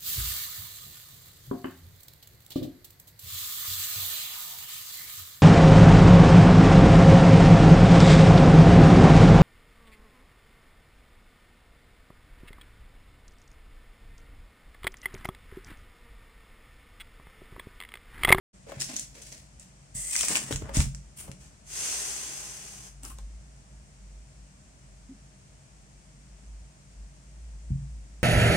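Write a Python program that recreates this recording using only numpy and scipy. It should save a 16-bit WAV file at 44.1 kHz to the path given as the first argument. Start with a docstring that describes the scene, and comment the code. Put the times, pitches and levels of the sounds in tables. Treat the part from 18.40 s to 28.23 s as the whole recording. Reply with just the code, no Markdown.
"""A small, quiet room, a spaced pair of microphones close to a wooden table. A cardboard parcel in
plastic wrap is picked up, pushed over the table edge, dropped flat and slid along. Tiny friction slips
make the wrap hiss and the carton rasp; creases snap, the carton knocks, the table top thumps and rings.
Later comes one brief low hoot, and near the end a mug is set down softly on a coaster.
Under it all lie faint room tone and a low wobble that comes and goes."""
import sys
import numpy as np
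from scipy import signal
from scipy.fft import rfft, irfft, next_fast_len
from scipy.io import wavfile
from scipy.ndimage import uniform_filter1d, map_coordinates

SR = 44100
rng = np.random.default_rng(int(sys.argv[2]) if len(sys.argv) > 2 else 0)


def transcribe(signal):
    """Save signal, clipped to [-1, 1], as a 16-bit WAV file at the path in sys.argv[1]."""
    frames = np.atleast_2d(signal).T
    limited = np.clip(frames, -1, 1)
    pcm = np.round(limited * 32767).astype(np.int16)
    wavfile.write(sys.argv[1], SR, pcm)


N = 433503


def amp(db):
    """Decibels to gain."""
    return 10 ** (np.asarray(db) / 20)


def unit(x):
    """Scales to rms 1."""
    return x / np.sqrt(np.mean(x ** 2) + 1e-20)


def read(points, hz):
    """Reads a table on a log-frequency axis."""
    point_hz, value = np.transpose(points)
    return np.interp(np.log(hz + 1), np.log(point_hz + 1), value)


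def add(mix, start_s, sound):
    """Mixes a sound into both channels."""
    part = mix[:, max(round(start_s * SR), 0):][:, :sound.shape[-1]]
    part += sound[..., :part.shape[-1]]


def tint(x, gain):
    """Filters by a gain that is a function of frequency."""
    size = next_fast_len(x.shape[-1] + 2048)
    return irfft(rfft(x, size) * gain(np.fft.rfftfreq(size, 1 / SR)), size)[..., :x.shape[-1]]


def drift(count, per_s):
    """Random wander of rms about 1."""
    knots = rng.standard_normal(8192)
    return map_coordinates(knots, [np.arange(count) * per_s / SR], order=1, mode="wrap")


def envelope(rise_s, hold_s, release_db_per_s, sag_db_per_s=0):
    """Times and gain of one gesture: a smooth rise, a hold that may sag, a release that falls 60 dB."""
    t = np.arange(0, rise_s + hold_s + 60 / release_db_per_s, 1 / SR)
    rise = np.sin(np.pi / 2 * np.minimum(t / rise_s, 1)) ** 2
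    held_s = np.maximum(t - rise_s, 0)
    fall_db = sag_db_per_s * np.minimum(held_s, hold_s) + release_db_per_s * np.maximum(held_s - hold_s, 0)
    return t, rise * amp(-fall_db)


def spaced_pair(noises):
    """Two unrelated signals become what two spaced microphones hear: alike in the bass only."""
    # likeness of left and right: frequency_hz, coherence
    likeness = [(60, 0.78), (140, 1), (280, 0.9), (600, 0.62), (1400, 0.17), (3000, 0.082), (7000, 0.012)]
    angle = lambda hz: np.arccos(np.clip(read(likeness, hz), 0, 1)) / 2
    mid = tint(noises[0], lambda hz: np.cos(angle(hz)))
    side = tint(noises[1], lambda hz: np.sin(angle(hz)))
    return np.array([mid + side, mid - side])


def from_left(x, lag_s=.00038):
    """Sound from the left reaches the right microphone later."""
    return np.array([x[0], np.roll(x[1], round(lag_s * SR))])


def room_tone(floor_db=-56.5):
    """Steady room rumble and microphone hiss, with a few narrow hums."""
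    # colour of the noise floor: frequency_hz, gain_db
    colour = [(25, -18), (50, 11), (90, 3.5), (140, -5.5), (200, -1.5), (280, -6.5), (450, -12),
              (620, -8.5), (1200, -14.5), (2400, -15.5), (3800, -20.5), (6000, -14), (8400, -13.5),
              (10500, -27), (12000, -37.5), (16000, -44)]
    # faint wavering hums: pitch_hz, width_hz, level_db
    hums = [(138, 21.3, -62.5), (190, 12, -71.5), (621, 7.1, -81)]

    def spectrum(hz):
        peaks = sum(amp(db) * unit(1 / (1 + (2 * (hz - f) / width) ** 2)) for f, width, db in hums)
        return amp(floor_db) * unit(amp(read(colour, hz))) + peaks
    return tint(unit(spaced_pair(rng.standard_normal((2, N)))), spectrum)


def wobble(pitch_hz=52.9, waver_hz=2.42, flutter_db=2.5, rest_db=-60, rock=0.04):
    """One lightly damped low mode swells and fades; a slight rocking moves the microphones oppositely."""
    # swells of the mode: peak_s, half_width_s, level_db
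    swells = [(1.6, 0.055, -47), (2.39, 0.23, -40.5), (4.85, 0.3, -42.5), (5.35, 0.2, -52.5),
              (5.74, 0.14, -46), (6.02, 0.068, -48), (6.62, 0.13, -52), (7.94, .04, -47.5),
              (8.16, .11, -42.5), (8.62, .08, -46.5), (9.32, 0.35, -38.5), (9.74, 0.093, -49)]
    t = np.arange(N) / SR
    swell_power = sum(amp(db) ** 2 * np.exp(-2 * ((t - s) / width) ** 2) for s, width, db in swells)
    level = np.sqrt(amp(rest_db) ** 2 + swell_power) * amp(flutter_db * drift(N, 19))
    phase = 2 * np.pi * np.cumsum(pitch_hz + waver_hz * drift(N, 12)) / SR
    return level * unit(np.sin(phase) + rock * np.array([[1], [-1]]) * np.cos(phase))


def rub(strokes, colour, slips_per_s, spread_db, clump_db, wrap_trim_db, carton_trim_db,
        release_db_per_s, sag_db_per_s=0, dull_db_per_s=0, split_hz=1700, ripple_db=2.3, ripple_hz=130):
    """Tiny uneven slips, bunched in clumps, sound the thin wrap (treble) and the carton under it (bass)."""
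    out, count = np.zeros((2, N)), SR * 2
    treble = lambda hz: (hz / split_hz) ** 3
    size = amp(spread_db * np.minimum(rng.exponential(1, count), 4.5) + clump_db * drift(count, 160))
    slipping = rng.random(count) < slips_per_s / SR
    # slips happen all over the contact, so each meets the two microphones in its own way
    friction = spaced_pair(size * slipping * rng.choice([-1, 1], (2, count)))
    for start_s, rise_s, hold_s, wrap_db, carton_db in strokes:
        t, effort = envelope(rise_s, hold_s, release_db_per_s, sag_db_per_s)
        slips = np.take(friction, round(start_s * SR) + np.arange(len(t)), axis=1, mode="wrap")
        spot = rng.standard_normal(256)  # each touched spot has small resonances of its own
        ripple = lambda hz: np.interp(hz / ripple_hz, np.arange(len(spot)), spot)
        tone = lambda hz: amp(read(colour, hz) + ripple_db * ripple(hz))
        wrap = unit(tint(slips, lambda hz: tone(hz) * treble(hz) / np.hypot(1, treble(hz))))
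        carton = unit(tint(slips, lambda hz: tone(hz) / np.hypot(1, treble(hz))))
        wrap *= amp(wrap_db + wrap_trim_db - dull_db_per_s * t)
        carton *= amp(carton_db + carton_trim_db)
        add(out, start_s, effort * (wrap + carton))
    return out


def hand_grips():
    """Hands take hold of the parcel in short, grainy rubs."""
    # grips: start_s, rise_s, hold_s, wrap_db, carton_db
    strokes = [(.26, 0.029, 0.11, -59, -48), (.393, 0.0086, 0.026, -36, -59),
               (.475, 0.029, 0.013, -51, -42), (.52, 0.025, 0.054, -44, -86), (.735, 0.02, 0.016, -52, -52),
               (.813, 0.0057, 0.0096, -51.5, -74), (.855, 0.02, 0.0092, -52.5, -62),
               (.91, 0.018, 0.023, -52, -55), (1.188, 0.018, 0.019, -58, -77)]
    # colour of hands on the wrap: frequency_hz, gain_db
    colour = [(110, -30), (220, -5.5), (350, -12), (650, -10), (1200, -19), (2400, -8.5), (3800, -8.5),
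              (5200, -3.5), (6500, -1.5), (8400, -1.5), (9500, -11), (10700, -7.5), (12000, -19),
              (15800, -22)]
    return rub(strokes, colour, slips_per_s=6000, spread_db=3, clump_db=2.5,
               wrap_trim_db=1.5, carton_trim_db=-4, release_db_per_s=182)


def carton_knocks(scuff=0.99):
    """Card scuffs while the contact lasts and rings the carton's modes near the touched spot's pitch."""
    # hollow knocks: start_s, level_db, centre_hz, spread_octaves, contact_s
    knocks = [(.266, -46.5, 442, 0.27, .008), (.294, -42.5, 446, 0.25, 0.0056),
              (.319, -37, 600, 1.05, 0.0042), (.535, -44, 234, 0.44, 0.014), (.765, -57, 470, .5, 0.037),
              (1.754, -32, 2010, 0.8, 0.0028), (1.834, -35.5, 700, 1.7, 0.0049),
              (1.904, -37, 400, 0.71, 0.0062), (1.962, -39, 1100, 1.8, 0.011), (2.109, -26, 260, 1.5, .004),
              (2.220, -34, 250, .8, .004), (2.292, -36, 700, .9, .005), (2.370, -30, 210, .6, 0.0077),
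              (2.403, -34.5, 210, 0.65, 0.0057), (2.874, -48.5, 450, 0.98, 0.021),
              (4.641, -52, 1300, 0.33, 0.023), (4.699, -50.5, 1150, 0.54, 0.017),
              (4.785, -50, 750, 1.8, 0.0078)]
    # modes of the carton: pitch_hz, level_db, t60_s
    modes = [(209, 11, 0.061), (250, -15, 0.016), (327, -11, 0.026), (440, -12.5, 0.093), (552, -7.5, 0.13),
             (632, -8, 0.073), (806, -6, 0.11), (1068, 1, 0.058), (1290, -15, 0.017), (1550, -7.5, 0.05),
             (2020, -2, 0.053)]
    out, t = np.zeros((2, N)), np.arange(SR // 4) / SR
    for start_s, level_db, centre_hz, octaves, contact_s in knocks:
        favour = lambda hz: 1 / (1 + (np.log2((hz + 1) / centre_hz) / octaves) ** 2) ** 1.7
        carton = sum(amp(db - 60 * t / t60) * favour(f) * np.cos(2 * np.pi * f * t) for f, db, t60 in modes)
        contact = (t / contact_s) ** .5 * np.exp(-1.5 * t / contact_s)
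        force = spaced_pair(rng.standard_normal((2, len(t)))) * contact
        ring = signal.fftconvolve(force, carton[None], axes=1)[:, :len(t)]
        knock = unit(ring) + scuff * unit(tint(force, favour))
        loudest_rms = np.sqrt(uniform_filter1d((knock ** 2).mean(0), size=400).max())
        add(out, start_s, amp(level_db) * knock / loudest_rms)
    return out


def table_thumps(lead_s=.03):
    """A soft blow pushes the air once and sets the table top ringing."""
    # blows of the parcel, then (last four) of the mug: time_s, push_db, ring_db, centre_hz
    blows = [(0.373, -34, -36, 134), (1.555, -34, -41, 141), (2.041, -44, -35, 170), (2.128, -30, -30, 106),
             (2.158, -37, -28.5, 55), (2.233, -32, -34.5, 79), (2.373, -19, -18, 158),
             (2.394, -11.5, -31, 56.4), (2.475, -31, -27, 138), (2.896, -31, -37, 150),
             (9.307, -26.5, -24, 170), (9.3201, -19, -23, 123), (9.356, -33, -37, 85),
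             (9.421, -37, -38, 136)]
    # modes of the table top: pitch_hz, level_db, t60_s
    modes = [(46, -3, 0.38), (79, -22, 0.16), (122, -10.5, 0.13), (139.5, 2.5, 0.35), (184.5, 2, 0.23),
             (215.7, 0, 0.16)]
    out, t = np.zeros((2, N)), np.arange(SR) / SR
    wood = sum(amp(db - 60 * t / t60) * np.sin(2 * np.pi * f * t) for f, db, t60 in modes)
    for time_s, push_db, ring_db, centre_hz in blows:
        offset_squared = (np.pi * centre_hz * (t - lead_s)) ** 2
        push = (2 * offset_squared - 1) * np.exp(-offset_squared)
        ring = signal.fftconvolve(push, wood)[:len(t)]
        add(out, time_s - lead_s, amp(push_db) * push + amp(ring_db) * ring / abs(ring).max())
    return out


def wrap_snaps(crack_s=.0008, flutter_s=0.0063, flutter_db=-14, trim_db=1, ring_db=11, ring_width_hz=550):
    """A crease flips with a sharp crack, then the film flutters briefly; each has its own pitch."""
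    # creases snapping over: start_s, peak_db, low_db (gain below 4 kHz), ring_hz
    creases = [(0.405, -23, -10, 5260), (0.412, -20, -12, 5250), (0.42, -17.5, -3, 5170),
               (0.444, -24, -13, 5630), (0.565, -22, -13, 6300), (0.595, -22, -30, 6860),
               (0.821, -32.5, -14, 6400), (0.9253, -33, -13, 6060), (1.197, -40, -18, 7850),
               (1.754, -21, -4, 2130), (1.764, -13.5, -19, 5600), (1.8097, -13, 1, 7340),
               (1.832, -17.5, 6, 5600), (1.884, -12.5, -10, 8700), (1.9553, -15.5, 5, 2840),
               (1.962, -14.5, -12, 2800), (1.97, -14, -2, 7800), (2.0294, -28.5, -14, 8000),
               (2.1256, -18.5, 9, 3980), (2.1602, -20, 1.5, 6870), (2.345, -26, -4, 6500),
               (2.3692, -19.5, 1, 6400), (2.404, -19, 10, 6940), (2.548, -32, -6, 5640),
               (2.916, -33, 1, 10200), (4.634, -32.5, -3, 8100), (4.651, -29.5, -11, 5000),
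               (4.786, -35, -9, 3830)]
    # colour of the film's crack: frequency_hz, gain_db
    colour = [(150, -10), (600, -17), (2400, 3.5), (4000, -7), (6000, 2.5), (8400, 5), (10500, -10),
              (12000, -18), (15800, -30)]
    out, t = np.zeros((2, N)), np.arange(2048) / SR
    decay = np.exp(-t / crack_s) + amp(flutter_db) * np.exp(-t / flutter_s)
    for start_s, peak_db, low_db, ring_hz in creases:
        burst = spaced_pair(rng.standard_normal((2, len(t)))) * decay
        shelf = lambda hz: low_db / (1 + (hz / 4000) ** 4)
        resonance = lambda hz: ring_db / (1 + ((hz - ring_hz) / ring_width_hz) ** 2)
        crack = tint(burst, lambda hz: amp(read(colour, hz) + shelf(hz) + resonance(hz)))
        add(out, start_s, amp(peak_db + trim_db) * crack / abs(crack.mean(0)).max())
    return out


def edge_drag():
    """The wrap is drawn over the table edge in a dense, bright hiss."""
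    # the drag: start_s, rise_s, hold_s, wrap_db, carton_db
    strokes = [(1.54, 0.022, 0.23, -38.5, -58.5)]
    # colour of wrap on the edge: frequency_hz, gain_db
    colour = [(120, -30), (220, -31), (400, -18), (1200, -21), (2100, -19), (3000, -16.5), (3800, -20),
              (6200, -5), (8300, 2.5), (9300, -2), (10400, -10), (12000, -18), (15800, -21)]
    return rub(strokes, colour, slips_per_s=29000, spread_db=5.5, clump_db=1,
               wrap_trim_db=2.5, carton_trim_db=-4.5, release_db_per_s=250)


def edge_zip(start_s=1.545, level_db=-42, pitch_hz=1985, glide_hz_per_s=600, blur_hz=110):
    """Taut wrap sticks and slips on the edge, ever faster and louder: a fuzzy, rising zip."""
    # harmonics of the slip rate: multiple, level_db
    harmonics = [(1, -6), (3, -6), (4, 6.5), (5, -3)]
    out = np.zeros((2, N))
    t, effort = envelope(rise_s=0.01, hold_s=0.22, release_db_per_s=260, sag_db_per_s=-22)
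    turns = np.cumsum(pitch_hz + glide_hz_per_s * t) / SR
    blur = signal.butter(2, blur_hz, fs=SR)
    tone = np.zeros((2, len(t)))
    for multiple, db in harmonics:
        noise = rng.standard_normal((2, SR)) + 1j * rng.standard_normal((2, SR))
        fuzz = signal.lfilter(*blur, noise)[:, :len(t)]
        tone += amp(db) * (fuzz * np.exp(2j * np.pi * multiple * turns)).real
    add(out, start_s, amp(level_db) * effort * unit(tone))
    return out


def table_scrapes():
    """The parcel scrapes onto the table and settles."""
    # scrapes: start_s, rise_s, hold_s, wrap_db, carton_db
    strokes = [(1.68, 0.08, 0.1, -29.5, -47.5), (1.86, 0.036, 0.035, -30.5, -33.5),
               (1.94, 0.015, 0.005, -28, -32.5), (1.97, 0.051, 0.093, -44.5, -42.5),
               (2.105, 0.016, 0.016, -37.5, -43), (2.2, 0.029, 0.17, -65, -40.5),
               (2.325, 0.044, 0.016, -29.5, -35), (2.39, 0.025, 0.018, -38.5, -51)]
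    # colour of the parcel scraping wood: frequency_hz, gain_db
    colour = [(100, -21), (200, 6), (400, -7.5), (800, -5), (1400, -6), (2100, -4), (2900, -3), (4000, -5),
              (5800, 2), (8400, 6.5), (9300, -2.5), (10500, -1), (12000, -14), (15800, -12)]
    return rub(strokes, colour, slips_per_s=11000, spread_db=3.5, clump_db=2.5,
               wrap_trim_db=-0.04, carton_trim_db=-8, release_db_per_s=399)


def finger_brushes():
    """Fingers brush the wrap and let go."""
    # light touches: start_s, rise_s, hold_s, wrap_db, carton_db
    strokes = [(2.755, 0.04, 0.013, -42.5, -51.5), (2.82, 0.029, .035, -61, -48),
               (4.626, 0.0089, 0.026, -49, -46), (4.665, 0.017, 0.032, -54, -57)]
    # colour of fingers on the wrap: frequency_hz, gain_db
    colour = [(120, 7), (220, 0.5), (450, -8.5), (1200, -9), (1800, -15), (2900, -5.5), (3900, -13.5),
              (5500, -7.5), (7200, -3), (8600, 3), (10100, 0), (12000, -9.5), (15800, -12)]
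    return rub(strokes, colour, slips_per_s=13000, spread_db=1.5, clump_db=2.5,
               wrap_trim_db=2, carton_trim_db=-2, release_db_per_s=400)


def parcel_slide():
    """A small nudge, then one long push that fades and dulls as the parcel slows."""
    # pushes: start_s, rise_s, hold_s, wrap_db, carton_db
    strokes = [(2.98, 0.04, 0.053, -60.5, -65), (3.228, 0.26, 0.985, -33.5, -48)]
    # colour of wrap sliding on wood: frequency_hz, gain_db
    colour = [(100, -35), (190, -9.5), (400, -7), (850, -11), (1600, -10.5), (2300, -8.5), (3100, -7.5),
              (3900, -10.5), (5000, -5.5), (6100, 0), (8400, 0), (9200, -6.5), (10500, -9.5),
              (12000, -18.5), (15800, -22)]
    return rub(strokes, colour, slips_per_s=16000, spread_db=2, clump_db=1.03, wrap_trim_db=4.5,
               carton_trim_db=-0.85, release_db_per_s=300, sag_db_per_s=12.5, dull_db_per_s=5.5)


def hoot(start_s=6.686, level_db=-43.5, pitch_hz=207.8, arch_hz=65.5, arch_s=0.059, octave_db=-32):
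    """One short, rough, low tone that arches in pitch."""
    out = np.zeros((2, N))
    t, swell = envelope(rise_s=0.0063, hold_s=0.023, release_db_per_s=347)
    hz = pitch_hz + arch_hz * np.sin(np.pi * np.minimum(t / arch_s, 1))
    phase = 2 * np.pi * np.cumsum(hz) / SR
    tone = unit(np.sin(phase) + amp(octave_db) * np.sin(2 * phase))
    roughness = 1 + 0.43 * drift(len(t), 183)
    add(out, start_s, amp(level_db) * swell * tone * roughness)
    return out


def room(x, wet_db):
    """Direct sound plus the short tail of the room, each band dying at its own speed."""
    # decay of the room: frequency_hz, t60_s
    decay = [(100, 0.44), (1000, 0.2), (6000, 0.28), (15000, 0.23)]
    t = np.arange(SR // 2) / SR
    signs = rng.choice([-1., 1.], (2, len(t)))
    reflections = spaced_pair(signs * (rng.random((2, len(t))) < .1) * (t > .003))
    hz, age_s, bands = signal.stft(reflections, SR, nperseg=256)
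    fade = amp(-60 * age_s / read(decay, hz)[:, None])
    tail = signal.istft(bands * fade, SR, nperseg=256)[1][:, :len(t)]
    echo = signal.fftconvolve(x, tail / np.linalg.norm(tail[0]), axes=1)[:, :N]
    return (x + amp(wet_db) * echo) / np.hypot(1, amp(wet_db))


def scene():
    """Handling sounds and room tone, a little left of centre, over the table's thumps and the wobble."""
    # left microphone's lead over the right: frequency_hz, difference_db
    balance = [(100, 1), (300, 0), (600, 3), (2000, 1.5), (8000, 0.9), (14000, 4.5)]
    rubbing = hand_grips() + edge_drag() + table_scrapes() + finger_brushes() + parcel_slide()
    air = room(rubbing + edge_zip(), wet_db=-7)
    air += room(wrap_snaps(), wet_db=-5)
    air += room(carton_knocks(), wet_db=-8.5)
    air += room(hoot(), wet_db=-16)
    air += from_left(room_tone())
    left = tint(air[0], lambda hz: amp(read(balance, hz) / 2))
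    right = tint(air[1], lambda hz: amp(-read(balance, hz) / 2))
    bass = room(table_thumps(), wet_db=-8) + wobble()
    return np.array([left, right]) + from_left(bass)


def record(dry, low_cut_hz=30, high_cut_hz=15900, open_s=.13, fade_s=0.012):
    """The microphones open after a moment and shed the deepest bass and the highest treble."""
    lean = tint(dry, lambda hz: 1 / np.hypot(1, (low_cut_hz / (hz + 1)) ** 5))
    opened = lean * np.clip((np.arange(N) / SR - open_s) / fade_s, 0, 1)
    high_cut = signal.firwin(511, high_cut_hz, window=("kaiser", 9), fs=SR)
    return signal.oaconvolve(opened, high_cut[None], "same")


dry = scene()
out = record(dry)
transcribe(out)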